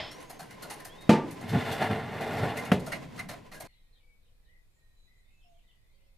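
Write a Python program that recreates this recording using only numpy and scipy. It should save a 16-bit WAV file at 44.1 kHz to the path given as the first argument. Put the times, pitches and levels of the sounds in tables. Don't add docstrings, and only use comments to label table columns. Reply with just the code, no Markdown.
import sys
import numpy as np
from scipy import signal
from scipy.fft import rfft, irfft, next_fast_len
from scipy.io import wavfile
from scipy.ndimage import map_coordinates

SR = 44100
rng = np.random.default_rng(int(sys.argv[2]) if len(sys.argv) > 2 else 0)


def materialize(psi):
    bounded = np.clip(np.atleast_2d(psi).T, -1, 1)
    quanta = np.round(bounded * 32767).astype(np.int16)
    wavfile.write(sys.argv[1], SR, quanta)


def magnitude_from_level(level_db):
    exponent = np.asarray(level_db, float) / 20
    return 10 ** exponent


N = 272097
CUT_S = 3.675


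def unit(x):
    return x / np.sqrt(np.mean(x ** 2) + 1e-20)


def along(points, hz):
    f, v = np.transpose(points)
    return np.interp(np.log(hz + 1), np.log(f + 1), v)


def curves(rows):
    s, *cols = np.transpose(rows)
    return [np.interp(np.arange(N) / SR, s, c) for c in cols]


def during(t0, t1, fade):
    t = np.arange(N) / SR
    return np.clip((t - t0) / fade, 0, 1) * np.clip((t1 - t) / fade, 0, 1)


def wobble(rate, size=N):
    knots = rng.standard_normal(int(size * rate / SR) + 4)
    return map_coordinates(knots, [np.arange(size) * rate / SR])


def filtered(x, response):
    m = next_fast_len(x.shape[-1] + 4096)
    return irfft(rfft(x, m) * response(np.fft.rfftfreq(m, 1 / SR)), m)[..., :x.shape[-1]]


def coloured(points):
    return lambda hz: magnitude_from_level(along(points, hz))


def peaks(modes):
    def response(f):
        total = 0
        for k, (centre, width, db) in enumerate(modes):
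            damping = 1j * f * width
            total = total + (-1) ** k * magnitude_from_level(db) * damping / (centre ** 2 - f * f + damping)
        return total
    return response


def pair(colour, side_db, size=N):
    def split(hz):
        turn = np.arctan(magnitude_from_level(along(side_db, hz)))
        return colour(hz) * [np.cos(turn), np.sin(turn)]
    mid, side = filtered(rng.standard_normal((2, size)), split)
    return unit(np.array([mid + side, mid - side]))


def dying(t60_of, width, size):
    hz, t, z = signal.stft(pair(np.ones_like, width, size=size), SR, nperseg=128)
    decay = magnitude_from_level(-60 * t / t60_of(hz)[:, None])
    return signal.istft(z * decay, SR, nperseg=128)[1][:, :size]


def add(track, s, sound):
    part = track[:, round(s * SR):][:, :sound.shape[1]]
    part += sound[:, :part.shape[1]]


# f/Hz, level/dB per Hz
QUIET = [(8.8, -30), (15, 4.5), (40, -11), (118, -20), (274, -34.5), (519, -35.5), (618, -36.5),
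         (1440, -43), (2290, -39.5), (2490, -36.5), (2720, -45.5), (3750, -41), (6320, -49), (9220, -48.5),
         (15600, -53)]
# f/Hz, side minus mid level/dB
QUIET_ALIKE = [(60, -11), (130, -1.5), (290, -2), (640, 0.5), (1410, 1), (3100, 2.5), (6820, 0.5),
               (15000, -20)]


def kitchen():
    return magnitude_from_level(-60) * pair(coloured(QUIET), QUIET_ALIKE)


# t/s, level/dB
LOW_FLOCK = [(3.659, -78), (4.1, -91), (4.6, -96.5), (5.8, -86), (6.17, -88.5)]
# t/s, level/dB
HIGH_FLOCK = [(4.55, -100), (4.8, -88.5), (5.7, -91), (6.17, -101)]


def flock():
    out = np.zeros(N)
    ranges_hz = ([2100, 2500, 3100, 3500, 3900, 4300], [6500, 7100, 7700])
    for db, centres_hz in zip(curves(LOW_FLOCK) + curves(HIGH_FLOCK), ranges_hz):
        for hz in centres_hz:
            pitch = hz * (1 + .05 * wobble(25) + .02 * wobble(120))
            tone = np.sin(2 * np.pi * np.cumsum(pitch) / SR)
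            out += magnitude_from_level(db) * unit(magnitude_from_level(5 * wobble(22))) * tone
    return out


# t/s, length/s, starting f/Hz, level/dB
CHIRPS = [(3.68, .05, 3300, -82), (3.92, .08, 4700, -75), (4.22, .04, 4300, -79), (4.25, .03, 3350, -79),
          (4.44, .04, 4450, -78), (4.46, .03, 3350, -78), (5.28, .05, 3150, -78), (5.4, .06, 3700, -75),
          (5.53, .05, 3800, -79), (5.58, .03, 3150, -79), (5.67, .06, 3700, -76), (5.9, .04, 4400, -84)]
WHISTLES = [(3.8, .2, 1890, -84), (4.0, .155, 2280, -73), (4.34, .07, 1690, -85), (4.76, .19, 1880, -79),
            (4.79, .2, 4030, -83), (4.96, .13, 3990, -76), (5.09, .14, 4000, -82), (5.93, .14, 3200, -86),
            (5.33, .13, 2630, -76), (5.96, .16, 2070, -84)]
WARBLES = [(3.66, .13, 2040, -76), (3.66, .08, 4400, -80), (3.72, .08, 3960, -75), (4.47, .15, 1970, -73),
           (5.07, .2, 2040, -77), (5.25, .12, 2160, -82), (5.24, .07, 3620, -81), (5.63, .25, 2020, -83)]
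RISERS = [(4.42, .08, 1780, -83), (5.02, .06, 6600, -85), (5.42, .07, 5080, -82), (5.47, .06, 6750, -89),
          (5.87, .08, 2100, -82), (6.04, .06, 5180, -88)]
COOS = [(3.9, .65, 490, -83), (5.93, .24, 545, -85)]
HOOT = [(5.44, .14, 725, -71)]
STROKES = [(s + lag, .9 * length, hz, db + 1) for s, length, hz, db in CHIRPS for lag in (0, .022)]
# notes, glide/(share of pitch per s), smear f/Hz
SINGERS = [(STROKES, -5.5, 110), (WHISTLES, -.07, 14), (WARBLES, -.12, 70),
           (RISERS, .7, 110), (COOS, .01, 16), (HOOT, -.6, 3)]
# f/Hz, time to fall 60 dB/s
YARD = [(300, 0.41), (8000, 0.2)]


def birds():
    dry = flock()[None]
    for notes, glide, smear_hz in SINGERS:
        for s, length, hz, db in notes:
            u = np.linspace(0, 1, round(length * SR))
            pitch = hz * (1 + glide * length * u ** .7) + smear_hz * wobble(130, size=len(u))
            swell = np.clip(np.minimum(u, 1 - u) * length / 0.012, 0, 1)
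            swell = swell * magnitude_from_level(1.3 * wobble(14, size=len(u)) - 4.3 * u)
            note = swell * np.sin(2 * np.pi * np.cumsum(pitch) / SR)
            add(dry, s, magnitude_from_level(db + 6.5) * note[None])
    hz, t, z = signal.stft(rng.standard_normal((2, SR // 2)), SR, nperseg=256)
    tail = signal.istft(z * magnitude_from_level(-60 * t / along(YARD, hz)[:, None]), SR, nperseg=256)[1]
    echoes = signal.fftconvolve(dry, tail / np.linalg.norm(tail[0]), axes=1)[:, :N]
    return magnitude_from_level(-5.5) * dry + magnitude_from_level(-2.5) * echoes


# t/s, level/dB
OVEN_AIR = [(0.0, -50.5), (1.4, -50.5), (1.72, -44.5), (2.08, -53), (2.4, -47.5), (2.93, -48),
            (3.51, -55.5), (3.67, -49.5)]
# f/Hz, level/dB per Hz
AIR = [(180, -31.5), (300, 3), (360, -2.5), (468, 0), (937, -8), (1030, 2), (1140, -15.5), (1850, -12.5),
       (2050, -10), (2250, -14), (2650, -15.5), (11100, -32.5), (15500, -36.5)]
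# f/Hz, level/dB per Hz
DRONE = [(29, -44.5), (50, -15), (104, -0.5), (151, 4), (298, -4), (330, -14), (430, -39.5), (730, -120)]
# f/Hz, side minus mid level/dB
OVEN_ALIKE = [(60, -10.5), (130, -17), (290, 1.5), (640, -0.5), (1410, -8), (3100, -7.5), (6820, -8),
              (15000, -0.5)]


def air():
    air_db, = curves(OVEN_AIR)
    drone_db = -56.5 + 9 * during(1.0, 3.47, 0.17)
    rush = magnitude_from_level(air_db + 2.9 * wobble(30)) * pair(coloured(AIR), OVEN_ALIKE)
    drone = magnitude_from_level(drone_db + wobble(4.2)) * pair(coloured(DRONE), OVEN_ALIKE)
    return rush + drone


# t/s, f/Hz, level/dB
SQUEAK_HIGH = [(.01, 5080, -51), (.1, 5300, -56), (.14, 5480, -61), (.165, 5850, -63), (.21, 5750, -61),
               (.216, 6300, -62), (.25, 6400, -71), (.31, 6720, -62), (.36, 6200, -70), (.4, 6650, -66),
               (.44, 6700, -75)]
SQUEAK_LOW = [(0.885, 3050, -66), (.905, 3200, -56), (0.928, 3350, -52), (.95, 3440, -57),
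              (.972, 3560, -66), (.985, 3650, -56), (1.005, 3745, -57), (1.035, 3760, -56),
              (1.088, 3660, -58)]


def squeaks():
    out = np.zeros(N)
    for rows in (SQUEAK_HIGH, SQUEAK_LOW):
        hz, db = curves(rows)
        pitch = hz + 40 * (hz / 4500) ** 2 * wobble(120)
        tone = np.sqrt(2) * np.sin(2 * np.pi * np.cumsum(pitch) / SR)
        level = magnitude_from_level(db - 2.5 + 3.5 * wobble(70))
        out += during(rows[0][0] - .01, rows[-1][0], .01) * level * tone
    return out


# t/s, peak level/dB, panel ring level/dB, time to fall 60 dB/s,
# panel f/Hz, tilt/dB per octave
TICKS = [(0.111, -37, -15, 0.26, 1950, -1.5), (0.200, -44.5, -9, 0.35, 2020, -1),
         (0.294, -36.5, -6, 0.22, 1895, 2.5), (0.390, -36.5, -5.5, 0.35, 1550, 0),
         (0.505, -38, -7, 0.23, 2130, -2), (0.621, -32, -4.5, 0.21, 1430, 1.5),
         (0.698, -29, -11, 0.29, 1980, -0.5), (0.797, -39, -1.5, 0.16, 1800, 0.5),
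         (0.846, -35, -5.5, 0.22, 1785, 3), (1.007, -43, -4, 0.22, 2075, 0.5),
         (1.088, -34, -8.5, .1, 1200, -2), (1.307, -36.5, -6, 0.18, 2140, 3.5),
         (1.408, -42, -4.5, 0.29, 1740, 1), (1.482, -49, -12, .2, 1650, -4),
         (1.808, -39, -2.5, 0.24, 2020, 1.5), (2.207, -31, 1.5, 0.16, 2010, -1.5),
         (2.568, -32, 6.5, 0.18, 2075, 2.5), (2.647, -34.5, -1.5, 0.21, 2200, 0),
         (2.794, -36.5, -22, 0.14, 2080, -0.5), (2.860, -33.5, -3, 0.22, 1420, 0.5),
         (2.918, -24.5, 1, 0.2, 2074, -4), (3.161, -44, -20, 0.26, 1200, 0),
         (3.176, -36.5, -12, 0.27, 2140, -3.5), (3.189, -30, 2, 0.18, 2060, -2.5),
         (3.286, -29, -8.5, 0.25, 2080, -2), (3.514, -37, -1, 0.2, 2050, -1.5),
         (3.532, -40.5, -0.5, 0.35, 1640, 2), (3.6, -32.5, -5, 0.15, 2110, 4),
         (3.647, -43.5, -14, 0.31, 2070, -1)]
# f/Hz, level/dB per Hz
TICK_COLOUR = [(710, -37), (1200, -7.5), (1750, -9), (2090, -4), (2210, -13.5), (2680, -14), (5040, -12),
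               (7090, -15.5), (11400, -14), (13300, -17), (14500, -22.5), (15500, -36.5)]
# f/share of its pitch, width/share of its pitch, level/dB
PANEL_RING = [(.88, 0.028, -9.5), (1, 0.016, 4.5), (1.1, .05, -13.5), (1.2, 0.035, -7.5)]
# f/Hz, width/Hz, level/dB
RACKS = [(2870, 70, 2), (3700, 80, 4), (4260, 90, 6), (5100, 90, 3), (6500, 110, 3), (7500, 120, 6),
         (8650, 130, 4), (9800, 130, 10), (10600, 120, 2), (11200, 140, 6), (12550, 130, 4),
         (13400, 170, 5), (14200, 170, 3)]
# t/s, level/dB, f/Hz
DRUMS = [(.296, -43.5, 740), (.392, -43.5, 735), (.41, -47, 202), (.506, -57, 780), (.622, -46.5, 170),
         (.64, -43.5, 656), (.7, -41.5, 814), (.7, -48.5, 430), (.85, -48.5, 705), (1.31, -49.5, 783),
         (2.57, -43, 643), (2.863, -38, 645), (2.921, -37, 650), (3.191, -42, 710), (3.289, -38.5, 670),
         (3.516, -46.5, 630), (3.601, -44.5, 680)]
# f/Hz, side minus mid level/dB
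TRAY_ALIKE = [(60, -19.5), (130, -32.5), (290, -18.5), (640, -23), (1410, -20), (3100, -13), (6820, -12),
              (15000, -2)]


def ticks():
    out, size = np.zeros((2, N)), SR // 3
    t = np.arange(size) / SR
    rise = 1 - np.exp(-(t / .0045) ** 2)
    for s, db, ring_db, t60, panel_hz, tilt_db in TICKS:
        burst = rise * dying(lambda hz: t60 * (2000 / (hz + 300)) ** 0.17, OVEN_ALIKE, size=size)
        burst = burst * magnitude_from_level(1.5 * wobble(200, size=size))
        scatter = rng.standard_normal((len(RACKS), 2))
        racks = peaks([(hz * (1 + 0.0086 * d), width, level + 1 + 3 * e)
                       for (hz, width, level), (d, e) in zip(RACKS, scatter)])
        ring = peaks([(share * panel_hz, w * panel_hz, level) for share, w, level in PANEL_RING])

        def colour(hz):
            box = magnitude_from_level(along(TICK_COLOUR, hz) + tilt_db * np.log2((hz + 1) / 4000))
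            return box * (1 + racks(hz)) + magnitude_from_level(ring_db + 10.5) * ring(hz)
        add(out, s - .002, magnitude_from_level(db + 3.5) * filtered(burst, colour))
    for s, db, hz in DRUMS:
        drum = filtered(pair(np.ones_like, TRAY_ALIKE, size=size), peaks([(hz, 0.14 * hz, 0)]))
        add(out, s, magnitude_from_level(db - 60 * t / 0.27) * rise * unit(drum))
    return out


# f/Hz, width/Hz, level/dB
SHEET = [(116.8, 49, -2), (233.6, 49, 14), (449.5, 15, 12), (628, 40, -1), (878, 29, -1.5), (1420, 35, -4),
         (2030, 270, -2.5)]
JOLT_RISE_S, JOLT_FALL_S, JOLT_SPREAD_DB = 0.017, 0.04, 12


def shaking(effort, parts, jolts):
    t = np.arange(N) / SR
    effort_db, = curves(effort)
    top_db = effort_db.max()
    since_start = np.clip(t - effort[0][0], 0, 2)
    power = np.array([magnitude_from_level(top_db + db + swing * (effort_db - top_db) + grows * since_start) ** 2
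                      for db, grows, swing in parts])
    for s, db, part in jolts:
        swell = np.exp(-2 * np.maximum((s - t) / JOLT_RISE_S, (t - s) / JOLT_FALL_S))
        reach_db = db - JOLT_SPREAD_DB * np.abs(np.arange(4) - part)
        power = power + magnitude_from_level(reach_db)[:, None] ** 2 * swell
    return np.sqrt(power)


def rub(rows, parts, jolts, colour, grit_db, modes_db):
    out = np.zeros((2, N))
    grains = magnitude_from_level(grit_db * (0.88 * wobble(45) + wobble(300))) * pair(np.ones_like, TRAY_ALIKE)
    crowd_db = modes_db * rng.standard_normal(600) * np.clip(np.arange(600) / 25, 0, 1)

    def body(hz):
        crowd = magnitude_from_level(np.interp(hz, 40 * np.arange(600), crowd_db))
        return magnitude_from_level(along(colour, hz)) * (1 + np.abs(peaks(SHEET)(hz))) * crowd

    edges_hz = [50, 330, 1700, 5200, 15500]
    for lo, hi, gain in zip(edges_hz, edges_hz[1:], shaking(rows, parts, jolts)):
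        band = lambda hz: body(hz) / np.sqrt((1 + (lo / (hz + 1)) ** 8) * (1 + (hz / hi) ** 8))
        out += gain * unit(filtered(grains, band))
    return out * during(rows[0][0] - .04, rows[-1][0] + 0.054, 0.026)


# t/s, level/dB
DOOR = [
    (0.0, -39),
    (0.03, -45),
    (0.09, -51.5),
    (0.14, -62),
    (0.2, -78),
]
# level/dB over the effort, growth/dB per s, swing/share of the effort's
DOOR_PARTS = [
    (-9.5, 40, 0.8),
    (1, 18, 1.2),
    (-1.5, .1, 1.1),
    (-11.5, 20, 0.92),
]
# f/Hz, level/dB per Hz
DOOR_COLOUR = [(24, -40), (40, 4.5), (75, 17), (359, -21.5), (637, -6), (1520, -16.5), (3300, -2),
               (5170, -16), (6160, -26.5), (15500, -59)]


def door():
    return rub(DOOR, DOOR_PARTS, [], DOOR_COLOUR, grit_db=-0.2, modes_db=2.0)


# t/s, level/dB
DRAG = [(1.33, -60), (1.385, -83), (1.42, -57), (1.6, -44), (1.78, -43), (2.06, -48), (2.4, -42.5),
        (2.6, -52), (2.7, -63.5)]
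# level/dB over the pull, growth/dB per s as it overhangs, swing/share of the pull's
DRAG_PARTS = [
    (-5.5, 9, 0.84),
    (0.5, 8, 0.8),
    (-0.5, -5, 0.86),
    (-12, 3, 2),
]
# t/s, level/dB, part shaken most/(0 boom to 3 hiss)
JOLTS = [(1.33, -51.5, .05), (1.448, -35.5, 0.033), (1.5, -47.5, 2.9), (1.548, -21.5, 0.011),
         (1.6, -41.5, 1.8), (1.66, -42, 1.9), (1.697, -36, 1.3), (1.71, -31, .5), (1.725, -42.5, 2.9),
         (1.822, -26, 1.12), (1.915, -23, 0.41), (1.93, -39, 1.52), (1.948, -40, 0.81), (1.995, -37, 0.73),
         (2.155, -38, 0.73), (2.39, -46, 2.1), (2.49, -38.5, 1.66), (2.05, -36.5, 0.033), (2.3, -38, 1.1),
         (2.435, -25.5, 0.31), (2.58, -47, 2.87), (2.618, -53, 0.26), (2.664, -50, 2.1),
         (2.699, -37.5, 0.43)]
# f/Hz, level/dB per Hz
DRAG_COLOUR = [(40, -30), (100, 9.5), (220, -6), (340, -13), (470, -5), (750, -2.5), (1000, -6),
               (1400, -9.5), (2000, -13.5), (2700, -15.5), (3800, -20.5), (5000, -31), (7000, -38.5),
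               (12800, -38), (15500, -45.5)]


def drag():
    return rub(DRAG, DRAG_PARTS, JOLTS, DRAG_COLOUR, grit_db=1.26, modes_db=3.5)


# t/s, ring level/dB, clatter level/dB, clatter's time to fall 60 dB/s, rise/s
KNOCKS = [
    (1.092, -7, -20, 0.45, 0.002),
    (2.7163, -10, -22.5, 0.33, 0.0016),
]
# f/Hz, level/dB, time to fall 60 dB/s (played as .33 at most)
BUMP = [(129, -12.5, 0.1802), (152.6, -11, 0.4), (184, -4, 0.1636), (205, -1.5, .05), (216, -2, 0.26),
        (316.4, -18, 0.5), (374, -16.5, 0.4), (482.5, -16, 0.247), (600, -19, 0.24), (691.5, -10.5, 0.11),
        (886.4, -16, .4), (1187, -25.5, 0.195), (1930, -28, .2), (2346, -28.5, 0.22)]
STOP = [(188.7, 0.5, 0.09), (265.6, -17.5, 0.092), (406, -13, 0.15), (576, -18, .1), (727, -18.5, 0.11),
        (890, -21, .15), (1150, -31, 0.19), (1725, -25.5, .1), (2060, -29, .2)]
# f/Hz, level/dB per Hz
BUMP_CLATTER = [(41, -52.5), (70, -22.5), (227, -14.5), (284, -9.5), (686, -21), (751, -23.5), (899, -13.5),
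                (1100, -35.5), (1180, -16.5), (1290, -29), (1940, -26), (11300, -48.5), (15500, -63)]
STOP_CLATTER = [(41, -42), (70, -9), (189, -2), (340, -15.5), (417, -11), (655, -14.5), (734, -15.5),
                (1050, -29), (1620, -27), (3260, -28), (5480, -41), (12400, -40.5), (15500, -63)]
# f/Hz, level/dB per Hz
CRACK = [(100, -27.5), (500, -6), (1000, 4), (1800, 11.5), (3000, 0.5), (4400, -9.5), (5400, -22),
         (15000, -31.5)]


def knocks():
    out, size = np.zeros((2, N)), SR // 2
    t = np.arange(size) / SR
    blows = zip(KNOCKS, (BUMP, STOP), (BUMP_CLATTER, STOP_CLATTER))
    for (s, ring_db, clatter_db, t60, rise), modes, colour in blows:
        ring = np.zeros(size)
        for k, (hz, db, mode_t60) in enumerate(modes):
            sign = (-1) ** (k * (hz > 250))
            ring += sign * magnitude_from_level(db - 60 * t / min(mode_t60, .33)) * np.sin(2 * np.pi * hz * t)
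        burst = dying(lambda hz: t60 * (1000 / (hz + 300)) ** 0.31, TRAY_ALIKE, size=size)
        clatter = filtered(burst, coloured(colour))
        clatter = clatter / np.sqrt(np.mean(clatter[:, :SR // 40] ** 2))
        crack = (1 - np.exp(-t / rise)) * magnitude_from_level(-60 * t / 0.028)
        crack = crack * pair(coloured(CRACK), TRAY_ALIKE, size=size)
        crack_gain = magnitude_from_level(-18.5) * 0.003 / rise
        blow = (magnitude_from_level(ring_db) * ring + magnitude_from_level(clatter_db) * clatter) * (1 - np.exp(-(t / rise) ** 2))
        add(out, s, blow + crack_gain * crack)
    return filtered(out, lambda hz: (1j * hz / (75 + 1j * hz)) ** 2)


def scene():
    oven = air() + squeaks() + ticks() + door() + drag() + knocks()
    outside = birds() * during(CUT_S - .01, 9, 0.0066)
    return kitchen() + outside + oven * during(-1, CUT_S, 0.0039)


def band_limit(x):
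    return signal.sosfilt(signal.butter(12, 15300, fs=SR, output="sos"), x)


def record(dry):
    mix = filtered(dry, lambda hz: 1 / (1 + (hz / 15600) ** 60))
    return band_limit(mix)


dry = scene()
out = record(dry)
materialize(out)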